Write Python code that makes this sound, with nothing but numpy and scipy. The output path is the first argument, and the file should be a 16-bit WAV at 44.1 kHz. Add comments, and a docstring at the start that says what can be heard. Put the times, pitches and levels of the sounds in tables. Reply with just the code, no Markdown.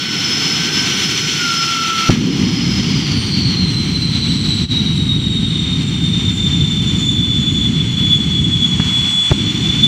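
"""A truck-mounted jet engine blasts a burning van, outdoors at night, heard from one fixed microphone.
At idle it rumbles, air hisses through it, the duct howls and the compressor whistles. The afterburner
lights with a bang and roars while the turbine whine slides down, fluttering in the hot air.
Near the end the flame goes out with a pop and relights; both bangs are close enough to overload the mic."""
import sys
import numpy as np
from scipy.fft import rfft, irfft, next_fast_len
from scipy.io import wavfile
from scipy.ndimage import uniform_filter1d, map_coordinates

SR = 44100
rng = np.random.default_rng(int(sys.argv[2]) if len(sys.argv) > 2 else 0)


def int16_out(signal):
    """Quantize to a 16-bit WAV file."""
    q = np.round(np.clip(np.atleast_2d(signal).T, -1, 1) * 32767)
    wavfile.write(sys.argv[1], SR, q.astype(np.int16))


N = 435266
TIME = np.arange(N) / SR


def amp(db):
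    """Decibels to gain."""
    return 10 ** (np.asarray(db) / 20)


def unit(x):
    """Scale to rms 1."""
    return x / np.sqrt(np.mean(np.abs(x) ** 2) + 1e-20)


def curves(rows):
    """One value per sample for each column after the time."""
    times, *columns = np.transpose(rows)
    return [np.interp(TIME, times, column) for column in columns]


def during(rows, fade_s):
    """1 while a table lasts, fading to 0 outside it."""
    return np.clip(1 + np.minimum(TIME - rows[0][0], rows[-1][0] - TIME) / fade_s, 0, 1)


def wobble(rate):
    """A smooth random curve, rate knots a second."""
    return map_coordinates(rng.standard_normal(int(N * rate / SR) + 4), [TIME * rate])


def filtered(x, response):
    """Filter x by a gain given as a function of frequency."""
    size = next_fast_len(N + 8192)
    return irfft(rfft(x, size) * response(np.fft.rfftfreq(size, 1 / SR)), size)[:N]


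def rush(spectrum):
    """Noise of rms 1 with the given colour."""
    knots_hz, db = np.transpose(spectrum)
    colour = lambda hz: amp(np.interp(np.log(hz + 1), np.log(knots_hz), db, left=-120, right=-120))
    return unit(filtered(rng.standard_normal(N), colour))


def scatter(width_hz, slope, reach_hz=800):
    """Random complex gain of a tone that has crossed turbulent air; sidebands fade beyond reach_hz."""
    skirt = lambda hz: (1 + (hz / width_hz) ** 2) ** (-slope / 2) * np.exp(-(hz / reach_hz) ** 2)
    return unit(filtered(rng.standard_normal(N), skirt) + 1j * filtered(rng.standard_normal(N), skirt))


def tone(pitch_hz, gain):
    """A sine of rms 1 on a pitch curve, times a complex gain."""
    return np.sqrt(2) * np.real(gain * np.exp(2j * np.pi * np.cumsum(pitch_hz) / SR))


# combustion at idle: (time [s], relative level [dB])
RUMBLE_LEVEL = [(0, -28.5), (.55, -23.5), (1.25, -25), (1.65, -29), (2.05, -27)]
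# its colour: (frequency [Hz], level [dB])
RUMBLE_SPECTRUM = [(25, -26), (50, -12), (90, -3.5), (150, 5), (215, 2), (310, -0.5), (400, -8), (500, -15),
                   (620, -39), (1200, -70)]
def idle_rumble():
    """Combustion rumbles quietly until the afterburner lights."""
    db, = curves(RUMBLE_LEVEL)
    return (TIME < FLAME_BURNS[0][0]) * amp(db + 2) * rush(RUMBLE_SPECTRUM)


# air flow, relative levels: (time [s], exhaust [dB], intake [dB], fizz [dB])
AIR_LEVELS = [(0, -41, -27, -32.5), (.2, -39, -27, -30), (.95, -37, -25, -27), (1.3, -41.5, -26.5, -27.5),
              (2.08, -39, -26.5, -29.5), (2.35, -39, -31.5, -35.5), (2.95, -40, -30.5, -34.5),
              (3.5, -41.5, -33, -38.5), (4.6, -43.5, -35, -38.5), (5.15, -45.5, -37.5, -45.5),
              (5.6, -45, -36, -43.5), (6.95, -44, -35.5, -41), (7.3, -46, -38, -45.5),
              (7.85, -44.5, -35, -43), (8.55, -45.5, -37.5, -45), (8.85, -40.5, -33.5, -40.5),
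              (9.87, -43, -33, -39.5)]
# its four bands at the mic, low to high: (frequency [Hz], level [dB])
EXHAUST_SPECTRUM = [(350, -4), (600, -13), (720, -1), (1000, 0), (1400, -0.5), (1800, -8), (2600, -31),
                    (5000, -71)]
INTAKE_SPECTRUM = [(1200, -13), (1750, -10), (2100, -1.5), (2300, -1), (2600, -4), (3100, 4), (3500, 0),
                   (3950, -6.5), (4350, 2), (4700, -12.5), (5400, -32), (8000, -85.5)]
FIZZ_SPECTRUM = [(2000, -24), (3200, -13.5), (4300, -10.5), (4800, -8.5), (5150, 0.5), (5450, -4.5),
                 (5800, 5.5), (6200, -3.5), (6600, -9), (7000, -9.5), (7550, -10), (8000, -18.5),
                 (8600, -35), (11000, -68)]
SIZZLE_SPECTRUM = [(6000, -26), (8000, 0.5), (8500, 2), (9200, 5), (9700, 1), (10400, 2.5), (11300, -5),
                   (12200, -4), (12600, -4), (12950, 0.5), (13600, -4), (14500, -10), (15200, -12.5),
                   (16000, -3)]
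def airflow():
    """Exhaust and intake noise flicker together in the hot air, the treble also on its own."""
    exhaust_db, intake_db, fizz_db = curves(AIR_LEVELS)
    shared_db = recoil_db() + 0.44 * wobble(9.1) + 0.77 * wobble(26) + 0.59 * wobble(55)
    exhaust = amp(exhaust_db + 3 + shared_db) * rush(EXHAUST_SPECTRUM)
    intake = amp(intake_db + 6 + shared_db + 0.21 * wobble(25)) * rush(INTAKE_SPECTRUM)
    fizz = amp(fizz_db + 3 + shared_db + 0.28 * wobble(40)) * rush(FIZZ_SPECTRUM)
    sizzle_db = 1.027 * fizz_db - 14  # faster air is brighter
    sizzle = amp(sizzle_db + shared_db + 0.73 * wobble(40)) * rush(SIZZLE_SPECTRUM)
    return exhaust + intake + fizz + sizzle


# the duct's howl: (time [s], pitch [Hz])
HOWL_HZ = [(0, 1510), (.25, 1472), (.55, 1535), (.85, 1533), (1.15, 1495), (1.3, 1512), (1.42, 1425),
           (1.53, 1358), (1.66, 1360), (1.88, 1337), (2.1, 1332)]
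# its swells: (time [s], level [dB])
HOWL_LEVEL = [(0, -34.5), (.45, -36), (.8, -29), (1.1, -37), (1.37, -35), (1.41, -22.5), (2.1, -21.5)]
def duct_howl():
    """At idle the duct howls and the air flow rings its resonance; a thin, steady whine sits far above."""
    hz, db = curves(HOWL_HZ) + curves(HOWL_LEVEL)
    howl = tone(hz, 0.92 + 0.33 * scatter(22, slope=1.1))
    howl += amp(-10.5) * tone(hz + 60, scatter(45, slope=2.2))  # a rough shoulder just above the howl
    howl += amp(-12.5) * tone(2 * hz, scatter(40, slope=3.2))
    resonance = amp(-38) * tone(np.full(N, 1367), scatter(16, slope=0.99))
    thin_whine = amp(-55) * tone(np.full(N, 12925), scatter(130, slope=1.4))
    return (amp(db) * howl + resonance + thin_whine) * during(HOWL_HZ, fade_s=0.01)


# the compressor's whistle: (time [s], pitch [Hz])
WHISTLE_HZ = [(0, 5320), (.3, 5228), (.7, 5228), (1, 5250), (1.5, 5210), (2.1, 5205), (2.5, 5120),
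              (2.83, 5108), (3, 4900)]
# its swells: (time [s], level [dB])
WHISTLE_LEVEL = [(0, -27.5), (.35, -19), (.7, -25), (1, -24), (1.45, -24), (1.65, -20.5), (1.92, -32),
                 (2.09, -24), (2.22, -39), (2.75, -23), (3, -31)]
def compressor_whistle():
    """The compressor whistles unsteadily, dying away as the rotor slows."""
    hz, db = curves(WHISTLE_HZ) + curves(WHISTLE_LEVEL)
    whistle = tone(hz, 0.67 + 0.54 * scatter(35, slope=1.04))
    octave = amp(-37) * tone(2 * hz, scatter(45, slope=1.6))
    fade_out = np.clip((2.98 - TIME) / 0.28, 0, 1)
    return (whistle + octave) * fade_out * amp(db + 1.9 * wobble(14))


# afterburner ignitions: (time [s], pressure [dB], length [s], overpressure [0-1],
# first push gain [dB], hiss sag [dB], sag deepest after [s])
IGNITIONS = [(2.0915, 22, 0.012, 0.91, -3, 5, 0.096), (9.3108, 26, .0138, 0.6, -34, 4, 0.043)]
def bangs():
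    """Each ignition reaches the mic as a push, a brief suction and a second push off the ground."""
    out = np.zeros(N)
    for start, db, length, overpressure, first_db, *_ in IGNITIONS:
        progress = np.clip((TIME - start) / length, 0, 1)
        wave = np.sin(np.pi * progress) ** 2 * (np.cos(2 * np.pi * progress) + overpressure)
        first_push = (progress < 0.5) & (wave > 0)
        out += amp(db + first_db * first_push) * wave
    return out


def recoil_db(flare_db=3, flare_s=0.025):
    """The hiss flares with each bang, then sags and recovers."""
    db = np.zeros(N)
    for start, *_, sag_db, sag_s in IGNITIONS:
        age = np.maximum(TIME - start, 0)
        db += (TIME > start) * flare_db * np.exp(-age / flare_s)
        db -= sag_db * (age / sag_s) ** 2 * np.exp(2 - 2 * age / sag_s)
    return db


# afterburner burns: (lights [s], starts to starve [s], upper roar flare [dB], flare decay [s])
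FLAME_BURNS = [(2.0925, 8.8, 8, 0.79), (9.335, 9.87, 2, 0.37)]
# the flame's two bands at the mic: (frequency [Hz], level [dB])
DEEP_SPECTRUM = [(12, -36), (25, -24), (50, -9), (90, -3), (140, -1), (180, -2.5), (230, -13.5),
                 (350, -31.5), (600, -97)]
UPPER_SPECTRUM = [(80, -39), (140, -5.5), (190, -0.5), (240, 1), (310, -6), (400, -15.5), (500, -25.5),
                  (620, -38), (1200, -72)]
def afterburner_roar(deep_db=-15, upper_db=-22, build_db=5, build_s=0.41):
    """The flame flares as it lights, deepens and billows; it fades when starved."""
    deep, upper = np.zeros(N), np.zeros(N)
    for start, starve, flare_db, flare_s in FLAME_BURNS:
        age, starved_s = np.maximum(TIME - start, 0), np.maximum(TIME - starve, 0)
        lit = np.clip(age / 0.0027, 0, 1)
        deep += lit * amp(deep_db - build_db * np.exp(-age / build_s) - 26 * starved_s)
        upper += lit * amp(upper_db + flare_db * np.exp(-age / flare_s) - 23 * starved_s)
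    billow = amp(1.06 * wobble(30))
    return billow * (deep * rush(DEEP_SPECTRUM) + upper * rush(UPPER_SPECTRUM))


# puffs of flame: (time [s], level [dB], time to fall 60 dB [s])
FLAME_POPS = [(2.102, -11, 0.47), (8.796, 4, 0.04), (9.304, -2, 0.045)]
# their colour: (frequency [Hz], level [dB])
POP_SPECTRUM = [(30, -5), (120, 10.5), (260, -1.5), (600, -29), (1300, -18.5), (3000, -20), (9000, -52)]
def flame_pops(attack_s=0.0064):
    """The flame puffs as it lights and as it goes out."""
    envelope = np.zeros(N)
    for start, db, t60 in FLAME_POPS:
        age = np.maximum(TIME - start, 0)
        envelope += amp(db - 60 * age / t60) * np.minimum(age / attack_s, 1)
    return envelope * rush(POP_SPECTRUM)


# the whistle breaking up into hiss: (time [s], centre [Hz], level [dB])
ROTOR_HISS = [(2.4, 5140, -35), (2.8, 5120, -31), (3.0, 4870, -27.5), (3.15, 4550, -29), (3.35, 4290, -32),
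              (3.6, 4240, -46), (4.2, 4070, -25), (4.9, 4085, -35.5)]
def rotor_hiss():
    """The slowing rotor sheds a rough, pitched hiss with falling overtones."""
    hz, db = curves(ROTOR_HISS)
    hiss = tone(hz, scatter(320, slope=1.1))
    hiss += amp(-42) * tone(2 * hz, scatter(480, slope=1.6))
    hiss += amp(-41.5) * tone(3 * hz, scatter(520, slope=1.8))
    return amp(db + 1.1 * wobble(40)) * during(ROTOR_HISS, fade_s=0.25) * hiss


# a second blade row: (time [s], pitch [Hz], level [dB])
BLADE_SWEEP = [(3.2, 4810, -43), (3.35, 4514, -21.5), (3.5, 4320, -20.5), (3.63, 4200, -25.5),
               (4.1, 4100, -53), (4.5, 4056, -22.5), (5.1, 3846, -29.5), (5.6, 3670, -23)]
def blade_sweep():
    """The tone of a second blade row sweeps down and joins the turbine whine."""
    hz, db = curves(BLADE_SWEEP)
    return amp(db) * during(BLADE_SWEEP, fade_s=0.28) * tone(hz, 0.5 + 0.87 * scatter(44, slope=0.75))


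# the turbine's whine: (time [s], pitch [Hz])
TURBINE_HZ = [(3.05, 4650), (3.2, 4440), (3.35, 4190), (3.65, 4115), (4.05, 4060), (4.4, 3960), (4.7, 3870),
              (5.0, 3800), (5.3, 3742), (5.8, 3655), (6.3, 3592), (6.8, 3535), (7.3, 3480), (7.93, 3436),
              (8.5, 3410), (8.87, 3396), (9.33, 3432), (9.87, 3487)]
# its swells at the mic: (time [s], level [dB])
TURBINE_LEVEL = [(3.2, -28), (3.45, -34.5), (3.75, -24), (4.5, -25), (5.15, -25), (5.75, -28.5),
                 (6.15, -20.5), (6.85, -21.5), (7.25, -18.5), (7.6, -19.5), (7.8, -27.5), (8.1, -19),
                 (8.8, -21), (9.0, -16), (9.27, -16), (9.45, -23), (9.87, -18)]
# its strongest brief surges: (time [s], gain [dB])
TURBINE_SURGES = [(4.77, 11), (5.12, 9), (7.18, 3), (7.61, 3), (7.81, 8), (7.99, 5.5), (8.13, 6), (8.39, 5),
                  (8.55, 5.5), (8.63, 7), (8.97, 5), (9.22, 4.5), (9.85, 6.5)]
# its overtones: (multiple [x pitch], clear tone [dB], haze [dB], haze width [Hz])
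OVERTONES = [(2, 0.5, 0, 240), (3, -21, -19, 150), (4, -20, -27, 230)]
# hiss of a faster blade row: (time [s], level [dB])
FAST_ROW_LEVEL = [(4.0, -70), (4.3, -59), (5.0, -49), (5.9, -47), (6.6, -49), (8.7, -45.5), (9.25, -35.5),
                  (9.45, -45.5)]
def turbine_whine(settled_hz=3370, surge_s=0.02, treble_loss_hz=14300):
    """Blade tones cross the plume to the mic; it makes them flutter and spreads a haze around each."""
    hz, db, fast_row_db = curves(TURBINE_HZ) + curves(TURBINE_LEVEL) + curves(FAST_ROW_LEVEL)
    excess_khz = (hz - settled_hz) / 1000
    swell_db = db - np.mean(TURBINE_LEVEL, axis=0)[1]
    # the whine steadies while the flame is out and as the rotor settles
    flame_out = (TIME > FLAME_BURNS[0][1]) & (TIME < FLAME_BURNS[1][0])
    heat = uniform_filter1d(np.where(flame_out, 0.45, 1.0), SR // 5)
    scattered = np.clip(heat * (0.51 + 0.37 * excess_khz), 0, 1)
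    flutter = lambda: np.sqrt(1 - scattered ** 2) + scattered * scatter(40, slope=1.25)
    twinkle = np.clip(1 + heat * 0.3 * wobble(40), 0.1, 1.5)  # eddies focus and defocus the tone
    surge_db = sum(gain_db * np.exp(-((TIME - at) / surge_s) ** 2) for at, gain_db in TURBINE_SURGES)
    clear = amp(db + surge_db) * twinkle * flutter()
    haze = amp(-32 + 0.5 * swell_db) * scatter(140, slope=3.13)
    out = tone(hz, clear + haze)
    # overtones share part of each swell and are weaker while the rotor is fast
    overtone_db = -44 + 0.44 * swell_db - 4.5 * excess_khz + 1.6 * wobble(8)
    for multiple, clear_db, haze_db, width_hz in OVERTONES:
        overtone_hz = round(multiple) * hz
        gain = amp(clear_db) * flutter() + amp(haze_db) * scatter(width_hz, slope=0.59)
        loss_db = 5 * np.maximum(overtone_hz - treble_loss_hz, 0) / 1000  # the highest overtones are dulled in the treble
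        drift_db = 1.8 * wobble(4) + 1.1 * wobble(28)  # each drifts in loudness on its own
        out += amp(overtone_db + drift_db - loss_db) * tone(overtone_hz, gain)
    out += amp(fast_row_db + 1.3 * wobble(35)) * tone(2.322 * hz, scatter(410, slope=0.43))
    return out * during(TURBINE_LEVEL, fade_s=0.18)


def scene(dip_at_s=4.676, dip_db=14, dip_width_s=0.023):
    """Engine and flame from one spot in the open air; midway the level dips briefly."""
    engine = idle_rumble() + airflow() + duct_howl() + compressor_whistle()
    engine += afterburner_roar() + rotor_hiss() + blade_sweep() + turbine_whine()
    dip = amp(-dip_db * np.exp(-((TIME - dip_at_s) / dip_width_s) ** 2))
    return (dip * engine + bangs() + flame_pops())[None]


def record(dry, rail=1.25, bass_cut_hz=108, top_hz=15720):
    """The mic saturates on the bangs; its bass cut makes the flat tops droop, and the recorder clips."""
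    saturated = dry[0] / (1 + np.abs(dry[0] / rail) ** 4) ** (1 / 4)
    drooped = filtered(saturated, lambda hz: 1j * hz / (bass_cut_hz + 1j * hz))
    clipped = np.clip(drooped, -1, 1)
    return filtered(clipped, lambda hz: hz < top_hz)[None]


dry = scene()
out = record(dry)
int16_out(out)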